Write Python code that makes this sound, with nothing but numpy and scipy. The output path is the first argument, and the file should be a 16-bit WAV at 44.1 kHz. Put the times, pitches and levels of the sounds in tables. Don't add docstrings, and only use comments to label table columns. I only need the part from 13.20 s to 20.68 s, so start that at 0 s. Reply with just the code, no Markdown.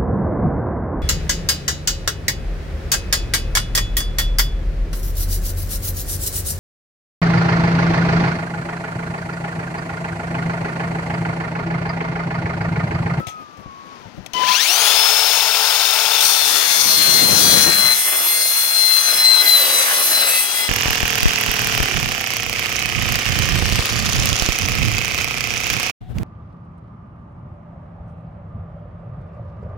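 import sys
import numpy as np
from scipy import signal
from scipy.fft import rfft, irfft, next_fast_len
from scipy.io import wavfile
from scipy.ndimage import uniform_filter1d, map_coordinates

SR = 44100
rng = np.random.default_rng(int(sys.argv[2]) if len(sys.argv) > 2 else 0)


def put_to_file(sound):
    columns = np.atleast_2d(sound).T
    safe = np.clip(columns, -1, 1)
    whole_steps = np.round(safe * 32767)
    wavfile.write(sys.argv[1], SR, whole_steps.astype(np.int16))


N = 329991
TIME_S = np.arange(N) / SR
BINS_HZ = np.arange(N // 2 + 1) * SR / N

START_S, CONTACT_S = 1.135, 3.012
FREE_SHAFT_HZ, CHOPPER_HZ, TOP_HZ = 444.5, 1009, 15800
GEAR_RATIO, BLADE_TEETH, PINION_TEETH, FAN_BLADES = 49 / 8, 60, 8, 12
RAIL_PAN_DB, GUARD_PAN_DB, CHIPS_PAN_DB = (8, 3.5), (21, 1.5), (-2, 0.5)
# level at speed/dB, drop at standstill/dB, shaft rate for full level/Hz, share of MOTOR_DIP
RUSH, HUM = (-14.2, 13, 115, 1), (-24.8, 30, 430, 1)
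MESH, WHISTLE = (-23.5, 9, 150, .68), (-31, 30, 350, .85)

# f/Hz, gain/dB
GARDEN_SPECTRUM = [(24, -32), (40, -12), (249, 0), (363, -5), (542, -8), (1020, -1.5), (1090, -9),
                   (1240, -5.5), (6330, -17.5), (7540, -30), (16000, -47)]
# f/Hz, gain/dB
RUMBLE_SPECTRUM = [(20, -30), (40, -13), (70, -7.5), (130, 1.5), (210, 4), (300, -0.5), (450, -1.5),
                   (900, -6), (2000, -14), (5000, -32.5)]
# t/s, width/s, level/dB
RUMBLE_SWELLS = [(0.0, 0.021, -34), (.19, 0.1, -48), (.4, 0.025, -50), (.95, 0.37, -49.5),
                 (1.22, 0.067, -48), (3.56, 0.041, -48), (3.751, 0.11, -37.5), (4.08, 0.16, -31.5),
                 (4.33, 0.19, -25.5), (4.46, 0.03, -59)]
# t/s, f/Hz, level/dB
SQUEAL = [(0, 1307, -34.5), (.2, 1250, -34), (.28, 1182, -44.5), (.36, 1184, -45), (.51, 1096, -41),
          (.73, 1110, -41), (.81, 1053, -46.5), (.87, 890, -46), (.92, 850, -88)]
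# t/s, drive/dB, decay/s
BUMPS = [(.002, -22, 0.0066), (.07, -32.5, 0.011), (.38, -40.5, 0.036), (.458, -34.5, 0.019),
         (.855, -35, 0.015), (.942, -37, 0.0076), (.978, -32.5, 0.028)]
# f/Hz, width/Hz, gain/dB
BUMP_MODES = [(108, 59, 6.5), (171, 30, -1), (543, 420, -14)]
# t/s, drive/dB, decay/s
CLACKS = [(.069, -28, 0.011), (.083, -36, 0.027), (.372, -45, 0.0064), (.46, -61, .005),
          (1.062, -26, 0.0037), (1.134, -22, 0.0031), (1.14, -33, .015)]
# f/Hz, width/Hz, gain/dB
CLACK_MODES = [(734, 180, 14.5), (2360, 730, 12), (3250, 220, 9), (3900, 220, -2), (5200, 74, 13),
               (6110, 67, 17.5)]
# t/s, loss/Hz
SPEED_SAG = [(2.98, 0), (3.5, 8), (3.8, 14), (4.25, 22.5), (4.45, 24), (4.72, 25), (5.0, 19.2),
             (5.36, 16.8), (5.6, 20.5), (5.9, 25), (6.12, 25), (6.3, 30.5), (6.45, 34), (6.63, 35.6),
             (6.9, 27.5), (7.05, 31.2), (7.36, 30.7), (7.48, 27)]
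# harmonic, gain/dB
CHOPPER_ORDERS = [(1, 1.5), (2, -16), (3, -8)]
# t/s, gain/dB
MOTOR_DIP = [(1.7, 2.5), (2.3, 0.5), (2.95, 1), (3.2, -2.5), (3.6, -8.5), (4.4, -16), (4.8, -16),
             (5.5, -14.5), (7.2, -9.5)]
# f/Hz, gain/dB
FAN_SPECTRUM = [(30, -66), (100, -33), (224, -34), (340, -23), (433, -8), (513, -11), (660, -2.5),
                (900, -0.5), (1130, -6), (1360, 0), (1950, -8.5), (2580, 0), (3600, -1), (4670, -2.5),
                (5400, -4.5), (6500, -4), (7610, -15.5), (9020, -13), (12300, -15), (16000, -6.5)]
# multiple of shaft rate, gain/dB
SHAFT_ORDERS = [(1, -13), (2, -5), (3, -7), (5, -8), (6, -4), (8, -7), (9, -7), (10, 2), (11, 0), (13, -6),
                (15, 0), (18, -11), (19, -8), (20, -7.5), (21, -2.5), (25, -8), (26, -5.5), (29, -12),
                (30, -7), (31, -5.5), (33, -13)]
# multiple of mesh rate, gain cutting/dB, gain speeding up/dB
MESH_ORDERS = [(1, -.5, 0), (2, -9, 2), (3, -13, 1), (4, -14, -2), (5, -21, -9), (6, -26, -14)]
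# f/Hz, gain/dB
HOUSING_RESPONSE = [(100, -26), (450, -7), (650, -12), (900, -4), (1150, -12), (1450, -13), (1750, 1),
                    (2030, -10), (2300, 2.5), (2520, -2), (2780, 4.5), (3050, -5), (3380, 3), (3800, -3),
                    (4250, 1.5), (4850, -7), (5400, 2), (5900, 4), (6250, 1), (6410, -8), (6550, 3),
                    (6690, -8), (6810, 1), (7300, -14), (8300, -12), (8900, -4), (9400, -8), (9800, -3),
                    (10300, 1), (10700, -7), (13000, -15)]
# t/s, level/dB, rate/Hz
BACKLASH = [(1.55, -100, 60), (1.65, -30, 67), (1.74, -24, 69), (1.88, -24, 72), (1.95, -27.5, 36),
            (2.45, -29, 34), (2.7, -26.5, 42), (2.85, -28, 45), (2.93, -23, 72), (3.01, -22, 72),
            (3.07, -40, 72), (3.2, -100, 72)]
# t/s, rail/dB, guard/dB, chips/dB
CUT_LEVELS = [(3.0, -53, -18, -20), (3.07, -44, -18, -21.5), (3.18, -31, -21, -24), (3.42, -25.5, -20, -25),
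              (3.55, -24.5, -19.5, -22.5), (3.8, -24.5, -18.5, -19.5), (4.02, -26, -21, -21),
              (4.24, -24.5, -18, -18.5), (4.52, -23.5, -20.5, -19.5), (4.71, -24.5, -25, -20),
              (4.79, -27.5, -22, -18), (4.88, -26, -27.5, -18), (5.19, -27.5, -27.5, -18.5),
              (5.3, -30.5, -25, -20.5), (5.7, -28, -24.5, -20.5), (5.95, -24.5, -25, -20),
              (6.13, -25, -25, -24), (6.24, -24, -24.5, -21.5), (6.45, -25, -23, -21),
              (6.57, -24.5, -26, -17.5), (6.66, -23, -21, -20), (6.85, -27.5, -23.5, -17.5),
              (6.96, -23, -25, -19.5), (7.2, -29, -25, -18), (7.31, -34, -32, -29.5),
              (7.41, -29.5, -29, -21), (7.48, -35, -43, -38)]
# f/Hz, gain/dB
RAIL_SPECTRUM = [(30, -70), (100, -39), (200, -15.5), (330, -8.5), (500, -5), (1100, -3.5), (1500, 2),
                 (2050, 1), (2400, -1.5), (2750, 1), (3400, -6), (4500, -31), (8000, -50)]
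# f/Hz, gain/dB
GUARD_SPECTRUM = [(800, -26), (2200, -22.5), (3400, 1), (4400, 4), (5200, 2.5), (6000, 5), (6700, -1.5),
                  (7500, -6), (10000, -5)]
# f/Hz, gain/dB
CHIPS_SPECTRUM = [(3000, -49), (6500, -9), (7700, -14), (8300, 2.5), (9200, 3), (10300, 0.5), (11500, 1.5),
                  (12300, 2), (13400, 1), (14500, -2.5), (16000, 1)]
# t/s, share of full depth
KERF_DEPTH = [(3.0, .3), (3.8, .8), (5.4, 1)]
# multiple of blade rate, gain/dB
PATTERN_ORDERS = [(31, -7), (147, -3), (150, -4), (153, -5)]
# t/s, length/s, level/dB, pan/dB
SONG_BURSTS = [(3.015, .11, -29, 18), (3.16, 0.08, -24, 17), (3.252, 0.39, -29, 12),
               (3.662, 0.092, -18.5, 3), (3.703, 0.48, -16.5, 12), (4.166, 0.18, -20.5, -4),
               (4.248, 0.3, -17, 9.5), (4.536, 0.2, -15, 10), (4.998, 0.95, -23, 13),
               (5.514, 0.28, -16, 23), (5.85, 0.065, -18.5, 24), (5.966, 0.15, -15, 1),
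               (6.023, 0.13, -11.5, 17), (6.138, 0.08, -13.5, 10), (6.253, 0.029, -13.5, 10),
               (6.291, 0.0092, -11, 13), (6.302, 0.061, -10.5, 5), (6.34, 0.092, -16.5, 4),
               (6.415, .05, -20, 3), (6.478, 0.16, -19.5, 4), (6.667, 0.52, -26.5, 4), (6.9, 0.15, -19, 6),
               (7.027, 0.19, -26.5, 12), (7.394, .05, -31, 8)]
# t/s, roughness (0-1)
SONG_ROUGHNESS = [(5.76, .1), (5.83, .35), (5.92, .3), (6.0, .08), (6.2, .08), (6.28, .25), (6.34, .1),
                  (6.45, .2), (6.58, .18), (6.68, .45), (6.9, .2)]
# multiple of blade rate, resting level/dB, wander/rad, pan/dB, right port lag/rad
SCREECH_ORDERS = [(27, -42, .5, -4, 2.4), (30, -35.5, .85, 1, 1.7), (39, -44, .9, 4, .4),
                  (66, -50, .5, 10, -1.6), (75, -37, .6, 9, -.3), (84, -44, 1.1, 11, 2.5),
                  (87, -44, 1, 14, -2.4), (90, -38, .7, 7, 1.9), (120, -32, .55, 3, -2.1),
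                  (124, -45, .8, 3, .6), (150, -35, .7, 2, 1), (165, -46, .8, 2, -1),
                  (180, -36, .8, 0, -.3), (210, -38, .9, 2, -.6)]
# t/s, multiple of blade rate, level/dB
SCREECHES = [(3.1, 124, -28), (3.52, 30, -31), (3.55, 90, -29), (3.95, 30, -29), (3.66, 84, -25),
             (3.73, 120, -26), (3.93, 84, -24), (4.05, 120, -26), (4.09, 180, -28), (4.17, 84, -24),
             (4.17, 87, -23), (4.27, 87, -21), (4.28, 120, -25), (4.46, 87, -26), (4.5, 27, -25),
             (4.66, 30, -26), (4.83, 120, -26), (4.95, 30, -29), (5.05, 165, -27), (5.14, 30, -28),
             (5.4, 120, -26), (5.4, 165, -30), (5.09, 180, -23), (5.2, 66, -31), (5.2, 124, -23),
             (5.31, 180, -27), (5.42, 210, -24), (5.71, 210, -27), (5.86, 90, -24), (5.97, 75, -26),
             (6.26, 30, -25), (6.4, 30, -26), (6.75, 30, -29), (7.17, 30, -28), (6.07, 30, -27),
             (6.27, 180, -24), (6.3, 210, -23), (6.41, 180, -20), (6.41, 120, -27), (6.51, 210, -27),
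             (6.59, 90, -23), (6.59, 120, -24), (6.91, 180, -25), (6.95, 120, -24), (7.11, 120, -22),
             (7.15, 39, -28), (7.19, 120, -23), (7.43, 120, -26), (7.42, 30, -26)]
# multiple of blade rate, gain/dB
PLATE_ORDERS = [(123, -1), (129, -2), (144, -2), (156, -2), (159, -2), (173, -3), (177, -3)]
# t/s, level/dB
SHUDDER = [(5.6, -71), (6.25, -68), (6.42, -26), (6.65, -28), (6.85, -37.5), (7.1, -30.5), (7.25, -44),
           (7.48, -45)]


def undb(db):
    return 10 ** (np.asarray(db) / 20)


def unit(x):
    return x / np.sqrt(np.mean(x ** 2))


def curves(table):
    t_s, *columns = np.transpose(table)
    return [np.interp(TIME_S, t_s, column) for column in columns]


def since(t_s):
    return np.maximum(TIME_S - t_s, 0)


def swell(t_s, width_s):
    return np.exp(-((TIME_S - t_s) / width_s) ** 2 / 2)


def noise():
    return rng.standard_normal((2, N))


def walk(rate_hz):
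    knots = rng.standard_normal(4096)
    return unit(np.interp(TIME_S * rate_hz, np.arange(len(knots)), knots))


def response(hz, spectrum):
    points_hz, db = np.transpose(spectrum)
    return undb(np.interp(np.log(hz + 1), np.log(points_hz), db))


def filtered(x, gain):
    size = next_fast_len(N + 2000, real=True)
    hz = np.arange(size // 2 + 1) * SR / size
    return irfft(rfft(x, size) * np.interp(hz, BINS_HZ, gain), size)[..., :N]


def colour(x, spectrum):
    return unit(filtered(x, response(BINS_HZ, spectrum)))


def ports(pair, likeness, scatter_rad=3.4):
    scatter = np.interp(BINS_HZ, np.arange(64) * 450, rng.uniform(-1, 1, 64))
    phase_rad = scatter_rad * scatter * np.minimum(BINS_HZ / 900, 1)
    right = likeness * pair[0] + np.sqrt(1 - likeness ** 2) * pair[1]
    return np.array([pair[0], filtered(right, np.exp(1j * phase_rad))])


def place(x, db, pan_db):
    left = 2 / (1 + undb(-pan_db))
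    return x * undb(db) * np.array([left, 2 - left]).reshape(2, -1)


def tones(turns, orders, flutter_db, wander_rad, flutter_hz):
    out = 0
    for k, db in orders:
        angle = 2 * np.pi * np.round(k) * turns + wander_rad * walk(flutter_hz)
        lag_rad = np.array([[0], [rng.uniform(-np.pi, np.pi)]])
        out = out + undb(db + flutter_db * walk(flutter_hz)) * np.sin(angle + lag_rad)
    return unit(out)


def garden():
    air = ports(colour(noise(), GARDEN_SPECTRUM), likeness=0.22)
    return place(air, -47.5 + 1.2 * walk(3.94), pan_db=12.8)


def port_rumble():
    flow = undb(-78.5 + 0.94 * curves(MOTOR_DIP)[0])
    swells = sum(undb(db) * swell(t_s, width_s) for t_s, width_s, db in RUMBLE_SWELLS)
    rumble = ports(colour(noise(), RUMBLE_SPECTRUM), likeness=0.13)
    return place(rumble * (flow + swells), 2.2 * walk(45), pan_db=31)


def squeal():
    hz, db = curves(SQUEAL)
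    tone = tones(np.cumsum(hz) / SR, [(1, 9), (2, -16)], flutter_db=1, wander_rad=0.26, flutter_hz=40.2)
    return place(tone, db, pan_db=5.2)


def knocks(events, modes):
    body = sum(undb(db) / (1 + 1j * (BINS_HZ ** 2 - hz ** 2) / (width_hz * BINS_HZ + 1))
               for hz, width_hz, db in modes)
    push = sum(undb(db) * (TIME_S >= t_s) * np.exp(-since(t_s) / decay_s) for t_s, db, decay_s in events)
    return filtered(ports(noise(), likeness=0.48) * push, body / np.sqrt(np.mean(np.abs(body) ** 2)))


def handling():
    bumps = filtered(knocks(BUMPS, BUMP_MODES), 1 / (1 + (BINS_HZ / 750) ** 2))
    clacks = knocks(CLACKS, CLACK_MODES)
    return place(bumps, 4.4, pan_db=13) + place(clacks, 0, pan_db=14)


def shaft_speed():
    ramp_s, settle_s = .371, .117
    elapsed_s = np.minimum(since(START_S), ramp_s)
    climb_hz = 540 * elapsed_s + 1110 * elapsed_s ** 2
    unloaded_hz = FREE_SHAFT_HZ - (FREE_SHAFT_HZ - climb_hz) * np.exp(-since(START_S + ramp_s) / settle_s)
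    return uniform_filter1d(unloaded_hz - curves(SPEED_SAG)[0], size=1400)


def chopper():
    attack_s, hold_s, release_s = 0.031, 0.11, 0.092
    buzz = 0
    for k, db in CHOPPER_ORDERS:
        rise = 1 - np.exp(-since(START_S) * k ** 2 / attack_s)
        fall = np.exp(-(since(START_S + hold_s / k ** 2) / release_s) ** 2 / 2)
        tone = tones(CHOPPER_HZ * TIME_S, [(k, 0)], flutter_db=3, wander_rad=0.071, flutter_hz=61)
        buzz = buzz + undb(db) * rise * fall * tone
    return place(buzz, -20.5, pan_db=18)


def motor_db(shaft_hz, sound):
    db, drop_db, full_hz, share = sound
    return db - drop_db * np.maximum(1 - shaft_hz / full_hz, 0) + share * curves(MOTOR_DIP)[0]


def fan_rush(shaft_hz, turns):
    throb = 1 + 0.038 * np.sin(4 * np.pi * turns) + 0.18 * np.sin(8 * np.pi * turns)
    air = colour(noise() * throb * undb(walk(120)), FAN_SPECTRUM)
    air = ports(air, likeness=0.95, scatter_rad=1.9)
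    air[1] = filtered(air[1], response(BINS_HZ, [(400, -15), (1900, -4.5), (2800, -19), (6500, -23),
                                                 (8500, 1), (12000, -4.5), (16000, -12)]))
    lost_hiss = filtered(air, 1 / (1 + (7000 / (BINS_HZ + 1)) ** 6)) * np.interp(shaft_hz, [0, 380], [.85, 0])
    lost_roar = filtered(air, 1 / (1 + (BINS_HZ / 2000) ** 4)) * np.interp(shaft_hz, [320, 400], [.59, 0])
    return (air - lost_hiss - lost_roar) * undb(motor_db(shaft_hz, RUSH))


def shaft_hum(shaft_hz, turns):
    wander_rad = .15 + .08 * curves(SPEED_SAG)[0]
    hum = tones(turns, SHAFT_ORDERS, flutter_db=1.8, wander_rad=wander_rad, flutter_hz=30)
    return place(hum, motor_db(shaft_hz, HUM), pan_db=14)


def fan_whistle(shaft_hz, turns):
    peak_s, rise_s, fall_s = 1.79, 0.061, 0.84
    boost_db = 10 * np.exp(-np.abs(TIME_S - peak_s) / np.where(TIME_S < peak_s, rise_s, fall_s))
    whistle = tones(turns, [(FAN_BLADES, 0)], flutter_db=0, wander_rad=0.064, flutter_hz=31.85)
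    return place(whistle, motor_db(shaft_hz, WHISTLE) + boost_db, pan_db=14.7)


def gears(shaft_hz, turns):
    grip_hz, grip_s, bright_hz_per_s = 25.2, 0.22, 150
    meshed = np.maximum(np.tanh((FREE_SHAFT_HZ - shaft_hz) / grip_hz),
                        np.minimum(since(CONTACT_S) / grip_s, 1))
    load_db = 4.5 * swell(3.4, .22) - 22 * swell(6.87, 0.13)
    starting = np.clip(np.gradient(shaft_hz) * SR / bright_hz_per_s, 0, 1) * (TIME_S < CONTACT_S)
    rattle_db = starting ** 2 * (2.1 * walk(110) + 3 * np.sin(2 * np.pi * turns) - 1)
    whine = 0
    for k, cutting_db, starting_db in MESH_ORDERS:
        hz = k * PINION_TEETH * shaft_hz
        db = cutting_db + (starting_db - cutting_db) * starting + 1.4 * walk(30)
        radiated = response(hz, HOUSING_RESPONSE) * (hz < TOP_HZ)
        slip_rad = .35 * np.sqrt(k) * starting * walk(220)
        whine = whine + undb(db) * radiated * np.sin(2 * np.pi * k * PINION_TEETH * turns + slip_rad)
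    return place(whine * meshed, motor_db(shaft_hz, MESH) + load_db + rattle_db, pan_db=14.6)


def backlash(turns):
    decay_s, scatter_db, detune_hz = .0012, 1.6, 110
    db, rate_hz = curves(BACKLASH)
    count, part = np.divmod(np.cumsum(rate_hz * (1 + .16 * walk(30))) / SR, 1)
    age_s = part / rate_hz
    size, phase, detune = rng.standard_normal((1024, 3))[count.astype(int)].T
    burst = age_s ** 2 * np.exp(-age_s / decay_s) * undb(scatter_db * size) / np.sqrt(rate_hz)
    cycles = PINION_TEETH * turns + detune_hz * (detune + .5) * age_s + phase
    return place(unit(burst * np.sin(2 * np.pi * cycles)), db, pan_db=14.5)


def bites(blade_turns, repeat, uneven_db, pulsing):
    size, chatter_turns, drift_hz = 8192, .0006, 8
    spot = (blade_turns + chatter_turns * walk(40)) % 1
    marks = signal.resample(rng.standard_normal((3, 2, size // 16)), size, axis=2)
    weights = np.array([walk(drift_hz) for _ in marks])
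    weights = weights / np.sqrt(np.sum(weights ** 2, axis=0))
    edges = sum(w * mark[:, (spot * size).astype(int)] for w, mark in zip(weights, marks))
    fracture = np.sqrt(repeat) * edges + np.sqrt(1 - repeat) * noise()
    tooth = (spot * BLADE_TEETH).astype(int)
    tooth_db = uneven_db * sum(w * rng.standard_normal(BLADE_TEETH)[tooth] for w in weights)
    pulses = np.exp(pulsing * np.cos(2 * np.pi * BLADE_TEETH * blade_turns))
    return fracture * undb(tooth_db + 1.43 * walk(70)) * pulses


def passing(pan_db):
    before_db, after_db = pan_db
    pass_s, width_s = 4.7, 0.13
    return before_db + (after_db - before_db) * (1 + np.tanh((TIME_S - pass_s) / width_s)) / 2


def shifting(x):
    depth_db, width_hz, rate_hz = 2.1, 260, 11
    hz, t_s, spectra = signal.stft(x, SR, nperseg=512)
    grid = np.meshgrid(hz / width_hz, t_s * rate_hz, indexing="ij")
    swells = unit(map_coordinates(rng.standard_normal((128, 128)), grid, order=1))
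    return signal.istft(spectra * unit(undb(depth_db * swells)), SR)[1][:, :N]


def cut(blade_turns):
    rail_db, guard_db, chips_db = curves(CUT_LEVELS)
    rail = colour(bites(blade_turns, repeat=0.63, uneven_db=2, pulsing=0.99), RAIL_SPECTRUM)
    rail = place(ports(rail, likeness=0.38), rail_db, passing(RAIL_PAN_DB))
    guard = colour(bites(blade_turns, repeat=0.96, uneven_db=0.5, pulsing=0.77), GUARD_SPECTRUM)
    guard = place(ports(guard, likeness=0.052), guard_db, passing(GUARD_PAN_DB))
    chips = colour(bites(blade_turns, repeat=0.56, uneven_db=-2, pulsing=0.26), CHIPS_SPECTRUM)
    chips = place(ports(chips, likeness=0.023), chips_db, passing(CHIPS_PAN_DB))
    pattern = tones(blade_turns, PATTERN_ORDERS, flutter_db=3.5, wander_rad=.75, flutter_hz=70)
    pattern = place(pattern * curves(KERF_DEPTH)[0], chips_db - 11, pan_db=2)
    contact = np.clip((TIME_S - CONTACT_S + 0.011) / 0.0075, 0, 1)
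    return contact * (shifting(rail + guard) + chips + pattern)


def song(blade_turns):
    build_share, release_s, run_out = .12, .009, .2
    strength = place(np.ones(N), -33, pan_db=4)
    for t_s, length_s, db, pan_db in SONG_BURSTS:
        rise = 1 - np.exp(-since(t_s) / (build_share * length_s))
        fall = np.exp(-since(t_s + length_s) / release_s)
        strength = np.maximum(strength, place(rise * fall, db, pan_db))
    rough = curves(SONG_ROUGHNESS)[0]
    angle = 2 * np.pi * BLADE_TEETH * blade_turns + rough * walk(220)
    port_rad = np.array([0.05 * walk(30), 1.07 + 0.24 * walk(30)])
    sway = 1 + run_out * np.sin(2 * np.pi * blade_turns) + rough * walk(200)
    return strength * unit(sway * undb(.6 * walk(40)) * np.sin(angle + port_rad))


def screech(blade_turns):
    out, depth = 0, curves(KERF_DEPTH)[0]
    for k, rest_db, wander_rad, pan_db, lag_rad in SCREECH_ORDERS:
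        strength = depth * undb(rest_db + 4 * walk(9))
        for t_s, order, db in SCREECHES:
            if order == k:
                strength = np.maximum(strength, undb(db) * swell(t_s, width_s=0.054))
        angle = 2 * np.pi * k * blade_turns + wander_rad * walk(90)
        tone = unit(undb(2 * walk(90)) * np.sin(angle - np.array([[0], [lag_rad]])))
        out = out + place(strength * tone, 0, pan_db)
    return out


def plate_ring(blade_turns):
    own_hz, chips_db = 3905, curves(CUT_LEVELS)[2]
    driven = tones(blade_turns, PLATE_ORDERS, flutter_db=5, wander_rad=1, flutter_hz=10)
    own = unit(np.sin(2 * np.pi * own_hz * TIME_S)) * swell(6.19, width_s=.03)
    return place(driven, chips_db - 12, passing(CHIPS_PAN_DB)) + place(own, -23, pan_db=10)


def shudder(blade_turns):
    drive = bites(blade_turns, repeat=0.17, uneven_db=8, pulsing=0.35)
    end = colour(drive, [(30, -46), (200, -21), (420, -7.5), (540, 7.5), (800, -8), (1300, -2.5),
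                         (3000, -44)])
    return place(ports(end, likeness=0.34), curves(SHUDDER)[0], pan_db=4.1)


def scene():
    shaft_hz = shaft_speed()
    turns = np.cumsum(shaft_hz) / SR
    blade_turns = turns / GEAR_RATIO
    blade = song(blade_turns) + screech(blade_turns) + plate_ring(blade_turns)
    blade *= np.minimum(since(CONTACT_S) / 0.017, 1)
    motor = chopper() + fan_rush(shaft_hz, turns) + shaft_hum(shaft_hz, turns)
    motor += fan_whistle(shaft_hz, turns) + gears(shaft_hz, turns)
    saw = motor * (TIME_S >= START_S) + backlash(turns) + cut(blade_turns) + blade + shudder(blade_turns)
    return garden() + port_rumble() + squeal() + handling() + saw


def record(dry):
    return signal.sosfilt(signal.ellip(12, .1, 70, TOP_HZ, fs=SR, output="sos"), np.clip(dry, -1, 1))


dry = scene()
out = record(dry)
put_to_file(out)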